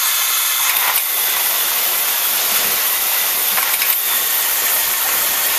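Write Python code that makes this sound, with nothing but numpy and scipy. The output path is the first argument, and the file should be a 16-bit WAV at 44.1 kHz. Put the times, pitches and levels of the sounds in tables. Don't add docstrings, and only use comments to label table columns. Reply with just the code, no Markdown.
import sys
import numpy as np
from scipy import signal
from scipy.fft import rfft, irfft
from scipy.io import wavfile
from scipy.ndimage import uniform_filter1d, map_coordinates

SR = 44100
rng = np.random.default_rng(int(sys.argv[2]) if len(sys.argv) > 2 else 0)


def master_out(mix):
    frames = np.transpose(np.atleast_2d(mix))
    ceiling = np.clip(frames, -1, 1)
    pcm = np.round(ceiling * 32767).astype(np.int16)
    wavfile.write(sys.argv[1], SR, pcm)


N = 246078
TIME, FREQS = np.arange(N) / SR, np.fft.rfftfreq(N, 1 / SR)
FIRST_RELEASE_S, JAR_PERIOD_S = 0.97, 2.945
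HOLLOW_END_S, SQUEAL_START_S = 0.7, 4.04

# resonance in Hz, width in Hz, level in dB.
KNOCK_MODES = [(820, 100, -3), (1020, 85, 5), (1390, 94, 1.5), (1900, 100, 1.5), (2290, 1100, -3)]
# resonance in Hz, width in Hz, level in dB.
CLACK_MODES = [(2090, 200, 5), (2350, 200, 5), (3030, 200, 2), (3880, 180, 0.5), (4850, 350, -0.5),
               (8850, 250, 4)]
# start in seconds, knock, clack, glass ring and air spit
# levels in dB, spit centre in Hz, decay in seconds, snap level in dB, snap pitch in Hz,
# crack level in dB, nudge to the din in dB.
JAR_BLOWS = [ (.695, -22, -14, -21, -6, 12150, 0.0035, -8, 2210, -4, -3),
             (.766, -34, -23, -36, -9, 11970, .0043, -24, 3800, 1, -1),
             (.877, -18, -28, -42, -23, 11480, .005, -8.5, 900, -3, -1.5),
             (.896, -27, -35, -45, -30, 11380, .007, -9, 1060, -12, -.5),
             (.957, -29, -26, -45, -12.5, 12700, 0.01, -26, 4900, -8, 0),
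             (.976, -32, -19, -25, -13.5, 9960, 0.0065, -7.5, 2800, 2, 0),
             (1.366, -27, -30, -34, -32, 12000, .008, -13, 1015, -14, 0.5),
             (2.642, -22, -26, -36, -32, 12000, .005, -12, 1980, -12, 0.5),
             (3.572, -12, -25, -30, -23, 11900, 0.0054, -6, 1900, -4, .5),
             (3.582, -16, -28, -35, -28, 12000, 0.0068, -11, 940, -12, -1),
             (3.627, -16, -21, -28, -19, 12000, .005, -9, 2190, -2, -1.5),
             (3.736, -28, -24, -26, -14, 11250, .011, -15, 2500, -1, -3.5),
             (3.818, -35, -18, -19.5, -12, 12440, 0.0042, -5.5, 2600, -7, -1.5),
             (3.899, -42, -23, -35, -10.5, 13100, 0.0075, -26, 3750, -4, -2),
             (3.925, -33, -15, -39, -21, 8900, 0.007, -11.5, 3880, -5, -1.5),
             (4.680, -32, -25, -44, -32, 12000, .004, -21, 2250, -12, 1),
             (4.763, -24, -27, -42, -32, 12000, .006, -19, 2090, -14, 0.5),
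             (4.936, -23, -28, -42, -32, 12000, .005, -18, 1900, -14, -1),
             (5.087, -20, -25, -38, -32, 12000, .0059, -12, 2600, -12, 0)]
def capper(rise_s=0.0013, hall_db=-26, hall_t60=0.41, spit_width_hz=1600):
    envelopes = np.zeros((3, N))
    spit_hz = np.full(N, JAR_BLOWS[0][5])
    for start, knock_db, clack_db, _, spit_db, centre_hz, decay_s, *_ in JAR_BLOWS:
        sounding, age = blow_window(start)
        attack = 1 - np.exp(-age / rise_s)
        direct = np.exp(-(age / decay_s) ** 2 / 2)
        hall = gain_of(hall_db - 60 * age / hall_t60)
        envelope = attack * np.hypot(direct, hall)
        envelopes[:, sounding] += gain_of([[knock_db], [clack_db], [spit_db]]) * envelope
        spit_hz[sounding] = centre_hz
    knock, clack, spit = envelopes
    scrape, hiss = scuffs()
    dulling = np.sqrt(1 - high_pass(3000) ** 2)
    knocks = (knock + scrape) * noise(ringing(KNOCK_MODES) * high_pass(530) * dulling)
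    clacks = clack * noise(ringing(CLACK_MODES) * high_pass(1550))
    spits = spit * noise_band(spit_hz, spit_width_hz, steepness=2.8)
    return knocks + clacks + glass_ring() + spits + hiss


def cracks(delay_s=0.002, rebound_s=0.0017, loss_db=-4, contacts=3):
    train = np.zeros(N)
    for start, *_, crack_db, _ in JAR_BLOWS:
        gaps = rebound_s * rng.uniform(.5, 1.5, contacts)
        at = np.round((start + delay_s + np.cumsum(gaps) - gaps[0]) * SR).astype(int)
        train[at] += gain_of(crack_db + loss_db * np.arange(contacts)) * rng.choice([-1, 1], contacts)
    presence = gain_of(5 / (1 + ((FREQS - 3400) / 1500) ** 2))
    return filtered(train, high_pass(1500, order=2) * presence)


# pitch in Hz, level in dB, time to fade by 60 dB in seconds.
GLASS_MODES = [(2205, -4.5, 0.31), (2300, 1, 0.14), (2475, -1, 0.22), (3870, -4, 0.18), (5040, -1, 0.076),
               (5190, -1.5, 0.09), (5350, -3, 0.05)]
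def glass_ring(snap_delay_s=0.001836, snap_t60=0.01):
    glass = np.zeros(N)
    for start, _, _, ring_db, _, _, _, snap_db, snap_hz, *_ in JAR_BLOWS:
        sounding, age = blow_window(start)
        glass[sounding] += sum(gain_of(ring_db + db) * ping(age, hz, t60) for hz, db, t60 in GLASS_MODES)
        snap_age = np.maximum(age - snap_delay_s, 0)
        glass[sounding] += gain_of(snap_db) * ping(snap_age, snap_hz, snap_t60)
    return filtered(glass, high_pass(500))


# midpoint in seconds, half length in seconds, scrape level in dB,
# hiss level in dB, hiss centre in Hz.
GUIDE_SCUFFS = [(0.655, 0.036, -34, -25, 6700), (0.725, 0.08, -25, -42, 13100),
                (0.875, 0.057, -20.5, -35, 13100), (3.69, 0.035, -24, -40, 13100),
                (3.894, 0.034, -31, -18, 13270), (3.96, 0.047, -47, -19, 13070),
                (4.131, 0.044, -27, -42, 13100), (5.137, 0.05, -28, -38, 13100)]
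def scuffs():
    scrape, hiss = np.zeros((2, N))
    for middle, half_s, scrape_db, hiss_db, hiss_hz in GUIDE_SCUFFS:
        contact = np.exp(-((TIME - middle) / half_s) ** 2)
        scrape += gain_of(scrape_db) * contact
        hiss += gain_of(hiss_db) * contact * noise_band(hiss_hz, 0.12 * hiss_hz, steepness=3)
    return scrape, hiss


# frequency in Hz, level in dB.
AIR_SPECTRUM = [(300, -39), (3000, -23), (7000, -49.5), (8100, -8.5), (8400, -5), (9400, -4), (10400, -1),
                (11200, 2), (12300, 4.5), (13700, 3), (14100, -1), (15000, -2)]
def air_jet(level_db=-17.5, sputter_db=1.02, splits_hz=(10800, 12800)):
    jet = colour(grains(per_s=1500, share=0.062), shape(AIR_SPECTRUM))
    tilt_db = -1.8 + 2.4 * settled() - passing()
    hiss = np.zeros(N)
    for k in range(3):
        band = filtered(jet, np.digitize(FREQS, splits_hz) == k)
        hiss += band * gain_of((k - 1) * tilt_db + sputter_db * waver(rate_hz=32))
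    motion_db = 0.5 * swell(slow_hz=2.5, fast_hz=9.8) - 0.6 * waver(rate_hz=78)
    return hiss * gain_of(level_db - 0.5 * (1 - settled()) + motion_db)


# frequency in Hz, level in dB.
RATTLE_SPECTRUM = [(250, -39), (500, -4), (750, 1.5), (1100, -2.5), (1620, 0.5), (2250, 2), (2800, 2.5),
                   (3400, 1.5), (4100, 0), (5700, 0), (6400, 1), (7450, -0.5), (7800, -8), (11000, -44)]
# resonance in Hz, width in Hz, boost or cut in dB.
FRAME_MODES = [(913, 31, 8), (1101, 48, 10.5), (1400, 190, 3), (1650, 140, -1.5)]
# resonance in Hz, width in Hz, level in dB.
GUIDE_MODES = [(1075, 117, 5), (1342, 160, 6), (1731, 84, 2.5), (2240, 190, -2), (2580, 79, 3.5),
               (3110, 190, -1), (3497, 214, 5), (3800, 60, 0.5), (4040, 77, 2.5), (4236, 61, 4.5),
               (4700, 450, -2.5), (6500, 540, 0.7), (7040, 2700, -2)]
def chain(level_db=-23, guides_db=3.5, hollow_start=0.74, hollow_later=0.044):
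    rattle_tone = shape(RATTLE_SPECTRUM)
    frame_db = sum(db / (1 + (2 * (FREQS - hz) / width) ** 2) for hz, width, db in FRAME_MODES)
    frame = colour(grains(per_s=2000, share=0.19), rattle_tone * gain_of(frame_db))
    guides = colour(grains(per_s=2000, share=0.28), rattle_tone * ringing(GUIDE_MODES, skirt=1.6))
    hollow = hollow_start + (hollow_later - hollow_start) * settled()
    rattle = np.sqrt(1 - hollow) * frame + np.sqrt(hollow) * gain_of(guides_db) * guides
    load_db = 1.8 * passing() - 0.5 * gripped() - 1.04 * squealing()
    motion_db = 0.58 * swell() + 0.42 * waver(rate_hz=100)
    return rattle * gain_of(level_db + load_db + motion_db)


# frequency in Hz, gain in dB.
TICK_SPECTRUM = [(700, -15.5), (2000, -1.5), (4000, -4.5), (5500, -12), (8000, -15), (10000, 0), (12500, 2),
                 (15000, 2.5)]
def chain_ticks(per_s=420, level_db=-8):
    return gain_of(level_db) * filtered(impacts(per_s), shape(TICK_SPECTRUM))


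def clinks(per_s=140, t60=0.084, level_db=-32, start_db=-6, pitches=36):
    age = TIME[:SR // 5]
    jingle = np.zeros(N)
    for hz in np.geomspace(850, 3700, pitches) * rng.uniform(.98, 1.02, pitches):
        contacts = rng.random(N) < per_s / pitches / SR
        force = gain_of(3 * np.minimum(rng.exponential(1, N), 2))
        jingle += signal.oaconvolve(contacts * force, ping(age, hz, t60))[:N]
    return gain_of(level_db + start_db * (1 - settled())) * colour(jingle, high_pass(580))


# time in seconds, centre in Hz, level in dB.
RUB_CURVE = [(.72, 2073, -33), (1.1, 2038, -34), (1.35, 2000, -30.5), (1.55, 1998, -36.5),
             (1.95, 2020, -35), (2.3, 2027, -43), (2.64, 2038, -37), (2.96, 1980, -35), (3.27, 1985, -33),
             (3.55, 1958, -38), (4.15, 1884, -35.5), (4.6, 1832, -37.5), (5.5, 1803, -33)]
# time in seconds, centre in Hz, level in dB.
RASP_CURVE = [(.5, 3540, -35), (.63, 3580, -27), (.7, 3580, -32), (.76, 3600, -25), (.86, 3560, -35),
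              (1.1, 3545, -32.5), (1.35, 3520, -28.5), (1.47, 3520, -37), (1.58, 3515, -29),
              (1.75, 3500, -37), (2.05, 3600, -36), (2.28, 3440, -29), (2.5, 3680, -40), (2.66, 3540, -37),
              (2.82, 3620, -46), (3.08, 3680, -33), (3.4, 3620, -37), (3.751, 3660, -37), (4.1, 3600, -29),
              (4.35, 3580, -35), (4.55, 3570, -39), (4.85, 3420, -42), (5.45, 3400, -37)]
# resonance in Hz, width in Hz, level in dB.
SQUEAL_MODES = [(1809, 60, 6.5), (2070, 300, -1), (3170, 240, -1.5), (4373, 110, 0), (6350, 340, -1),
                (6830, 240, 2.5), (7500, 360, 1), (9460, 730, -2.5)]
def belts(rub_width_hz=70, rasp_width_hz=145, wander=0.011, squeal_db=-28.5):
    squeal = noise(ringing(SQUEAL_MODES, skirt=1.55))
    friction = squealing() * squeal * gain_of(squeal_db + 2.5 * waver(rate_hz=16))
    for curve, width_hz in ((RUB_CURVE, rub_width_hz), (RASP_CURVE, rasp_width_hz)):
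        when, hz, db = np.transpose(curve)
        centre_hz = np.interp(TIME, when, hz) * (1 + wander * swell())
        friction += gain_of(np.interp(TIME, when, db)) * noise_band(centre_hz, width_hz, steepness=2.5)
    return friction


# frequency in Hz, level in dB.
BED_SPECTRUM = [(20, -10), (70, -10), (125, -11), (195, -4.5), (260, -4.5), (380, 1.5), (520, 2),
                (750, -0.5), (1400, -48)]
# start in seconds, centre in Hz, level in dB, swell time in seconds.
BED_BUMPS = [(.585, 1003, -28.5, 0.018), (.882, 900, -23, .012), (1.355, 1007, -30, .014),
             (2.511, 201, -40, .026), (2.635, 197.7, -37.5, 0.029), (3.51, 178, -42, .03),
             (4.755, 676, -27, 0.0096), (5.04, 775, -26, 0.011)]
def conveyor_bed(level_db=-39.5, start_db=-11, pass_db=3, deep_hz=165, growth_db_per_s=1.04):
    drone = noise(shape(BED_SPECTRUM))
    upper = filtered(drone, high_pass(deep_hz) ** 2)
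    deep_db = -4 + growth_db_per_s * TIME + 2.8 * swell(slow_hz=2.5, fast_hz=11)
    bed = upper + (drone - upper) * gain_of(deep_db)
    quiet = 1 - step(TIME - HOLLOW_END_S, fade_s=0.34)
    bed *= gain_of(level_db + start_db * quiet + pass_db * passing() + 1.54 * swell())
    for start, hz, db, swell_s in BED_BUMPS:
        bed += gain_of(db) * hump(start, swell_s) * noise_band(hz, 0.13 * hz, steepness=1.66)
    return bed


# pitch in Hz, rms level in dB.
DRIVE_TONES = [(781, -47.5), (1190.4, -50.5), (5604, -60), (6014, -58), (10428, -57)]
def drives(wobble=0.00037, waver_db=1.5):
    drive_time = np.cumsum(1 + wobble * waver(rate_hz=9.4)) / SR
    whine = np.zeros(N)
    for hz, db in DRIVE_TONES:
        peak = np.sqrt(2) * gain_of(db + waver_db * waver(rate_hz=4.5))
        whine += peak * np.sin(2 * np.pi * hz * drive_time)
    return whine


def panel_echoes(x, echo_db=-20, drift_s=0.000238, count=6):
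    echoed = x.copy()
    for delay_s, rate_hz, phase in rng.uniform([.003, .12, 0], [.018, .3, 1], (count, 3)):
        lag = delay_s + drift_s * np.sin(2 * np.pi * (rate_hz * TIME + phase))
        echoed += gain_of(echo_db) * map_coordinates(x, [(TIME - lag) * SR], order=2, mode="wrap")
    return echoed / np.sqrt(1 + count * gain_of(echo_db) ** 2)


def flicker(x, centre_hz=8000, width_hz=330, depth_db=4.5, mean_db=-1):
    band = filtered(x, np.exp(-((FREQS - centre_hz) / width_hz) ** 2))
    return x + band * (gain_of(mean_db + depth_db * swell(slow_hz=5.8, fast_hz=22.3)) - 1)


def blow_dips(peak_s=0.031):
    return gain_of(sum(db * hump(start, peak_s) ** 3 for start, *_, db in JAR_BLOWS))


def lull(x, fall_s=0.025, hold_s=0.083, recover_s=0.071):
    age = since_release()
    onset = np.clip(age / fall_s, 0, 1)
    dip = (onset * np.exp(-np.maximum(age - hold_s, 0) / recover_s)).sum(0)
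    above_bass, treble = (filtered(x, high_pass(hz) ** 2) for hz in (270, 7500))
    bass, middle = x - above_bass, above_bass - treble
    return bass * gain_of(-42 * dip ** 2) + middle * gain_of(-5 * dip) + treble * gain_of(-1.3 * dip)


def since_release():
    return TIME - (FIRST_RELEASE_S + JAR_PERIOD_S * np.arange(3))[:, None]


def passing(lead_s=1.39, half_s=0.22):
    return np.exp(-((since_release() + lead_s) / half_s) ** 2).sum(0)


def gripped(grip_s=0.21, close_s=0.03, open_s=0.075):
    age = since_release()
    return (step(age + grip_s, close_s) * (1 - step(age - open_s, open_s))).sum(0)


def settled():
    return step(TIME - HOLLOW_END_S, fade_s=0.031)


def squealing():
    return step(TIME - SQUEAL_START_S, fade_s=0.015)


def blow_window(start, length_s=0.5):
    sounding = (TIME >= start) & (TIME < start + length_s)
    return sounding, TIME[sounding] - start


def step(age, fade_s):
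    return .5 + .5 * np.tanh(age / fade_s)


def hump(start, peak_s):
    age = np.maximum(TIME - start, 0) / peak_s
    return age * np.exp(1 - age)


def ping(age, hz, t60):
    return gain_of(-60 * age / t60) * np.sin(2 * np.pi * hz * age)


def impacts(per_s):
    return rng.standard_normal(N) * (rng.random(N) < per_s / SR)


def grains(per_s, share):
    return np.sqrt(share) * unit_rms(impacts(per_s)) + np.sqrt(1 - share) * rng.standard_normal(N)


def noise(gains):
    return colour(rng.standard_normal(N), gains)


def noise_band(hz, width_hz, steepness):
    phase = 2 * np.pi * np.cumsum(np.broadcast_to(hz, N)) / SR
    band = 1 / (1 + (FREQS / width_hz) ** steepness)
    return noise(band) * np.cos(phase) + noise(band) * np.sin(phase)


def waver(rate_hz):
    return noise(high_pass(4, order=2) / (1 + (FREQS / rate_hz) ** 2))


def swell(slow_hz=.8, fast_hz=7):
    rates = np.geomspace(slow_hz, fast_hz, 24)
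    return unit_rms(sum(np.sin(2 * np.pi * (hz * TIME + rng.random())) for hz in rates))


def shape(points):
    hz, db = np.transpose(points)
    return gain_of(np.interp(np.log(FREQS + 1), np.log(hz), db))


def ringing(modes, skirt=1):
    power = 0
    for hz, width, db in modes:
        detuning = (FREQS ** 2 - hz ** 2) / (width * FREQS + 1)
        power += gain_of(db) ** 2 / (1 + detuning ** 2) ** skirt
    return np.sqrt(power)


def high_pass(hz, order=6):
    return 1 / np.sqrt(1 + (hz / (FREQS + 1)) ** order)


def filtered(x, gains):
    return irfft(rfft(x) * gains, N)


def colour(x, gains):
    return unit_rms(filtered(x, gains))


def unit_rms(x):
    return x / np.sqrt(np.mean(x ** 2) + 1e-20)


def gain_of(db):
    return 10 ** (np.asarray(db) / 20)


def scene():
    bed = conveyor_bed()
    machinery = chain() + clinks() + chain_ticks() + belts() + air_jet()
    din = bed + flicker(panel_echoes(machinery)) + drives()
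    mix = lull(din * blow_dips()) + capper() + cracks()
    return np.array([mix, mix])


def record(dry, threshold_db=-8, duck_db_per_db=2.25, attack_s=0.005, recovery_db_per_s=120):
    power = uniform_filter1d((dry ** 2).mean(0), size=200)
    power_db = 10 * np.log10(abs(power) + 1e-12)
    fall_db = TIME * recovery_db_per_s
    held_db = np.maximum.accumulate(power_db + fall_db) - fall_db
    over_db = np.maximum(held_db - threshold_db, 0)
    pole = np.exp(-1 / (attack_s * SR))
    ducked = dry / gain_of(duck_db_per_db * signal.lfilter([1 - pole], [1, -pole], over_db))
    rounded = ducked / (1 + (ducked / .93) ** 8) ** (1 / 8)
    low_pass = signal.firwin(801, cutoff=14920, window=("kaiser", 9), fs=SR)
    return signal.oaconvolve(rounded, low_pass[None], "same")


dry = scene()
out = record(dry)
master_out(out)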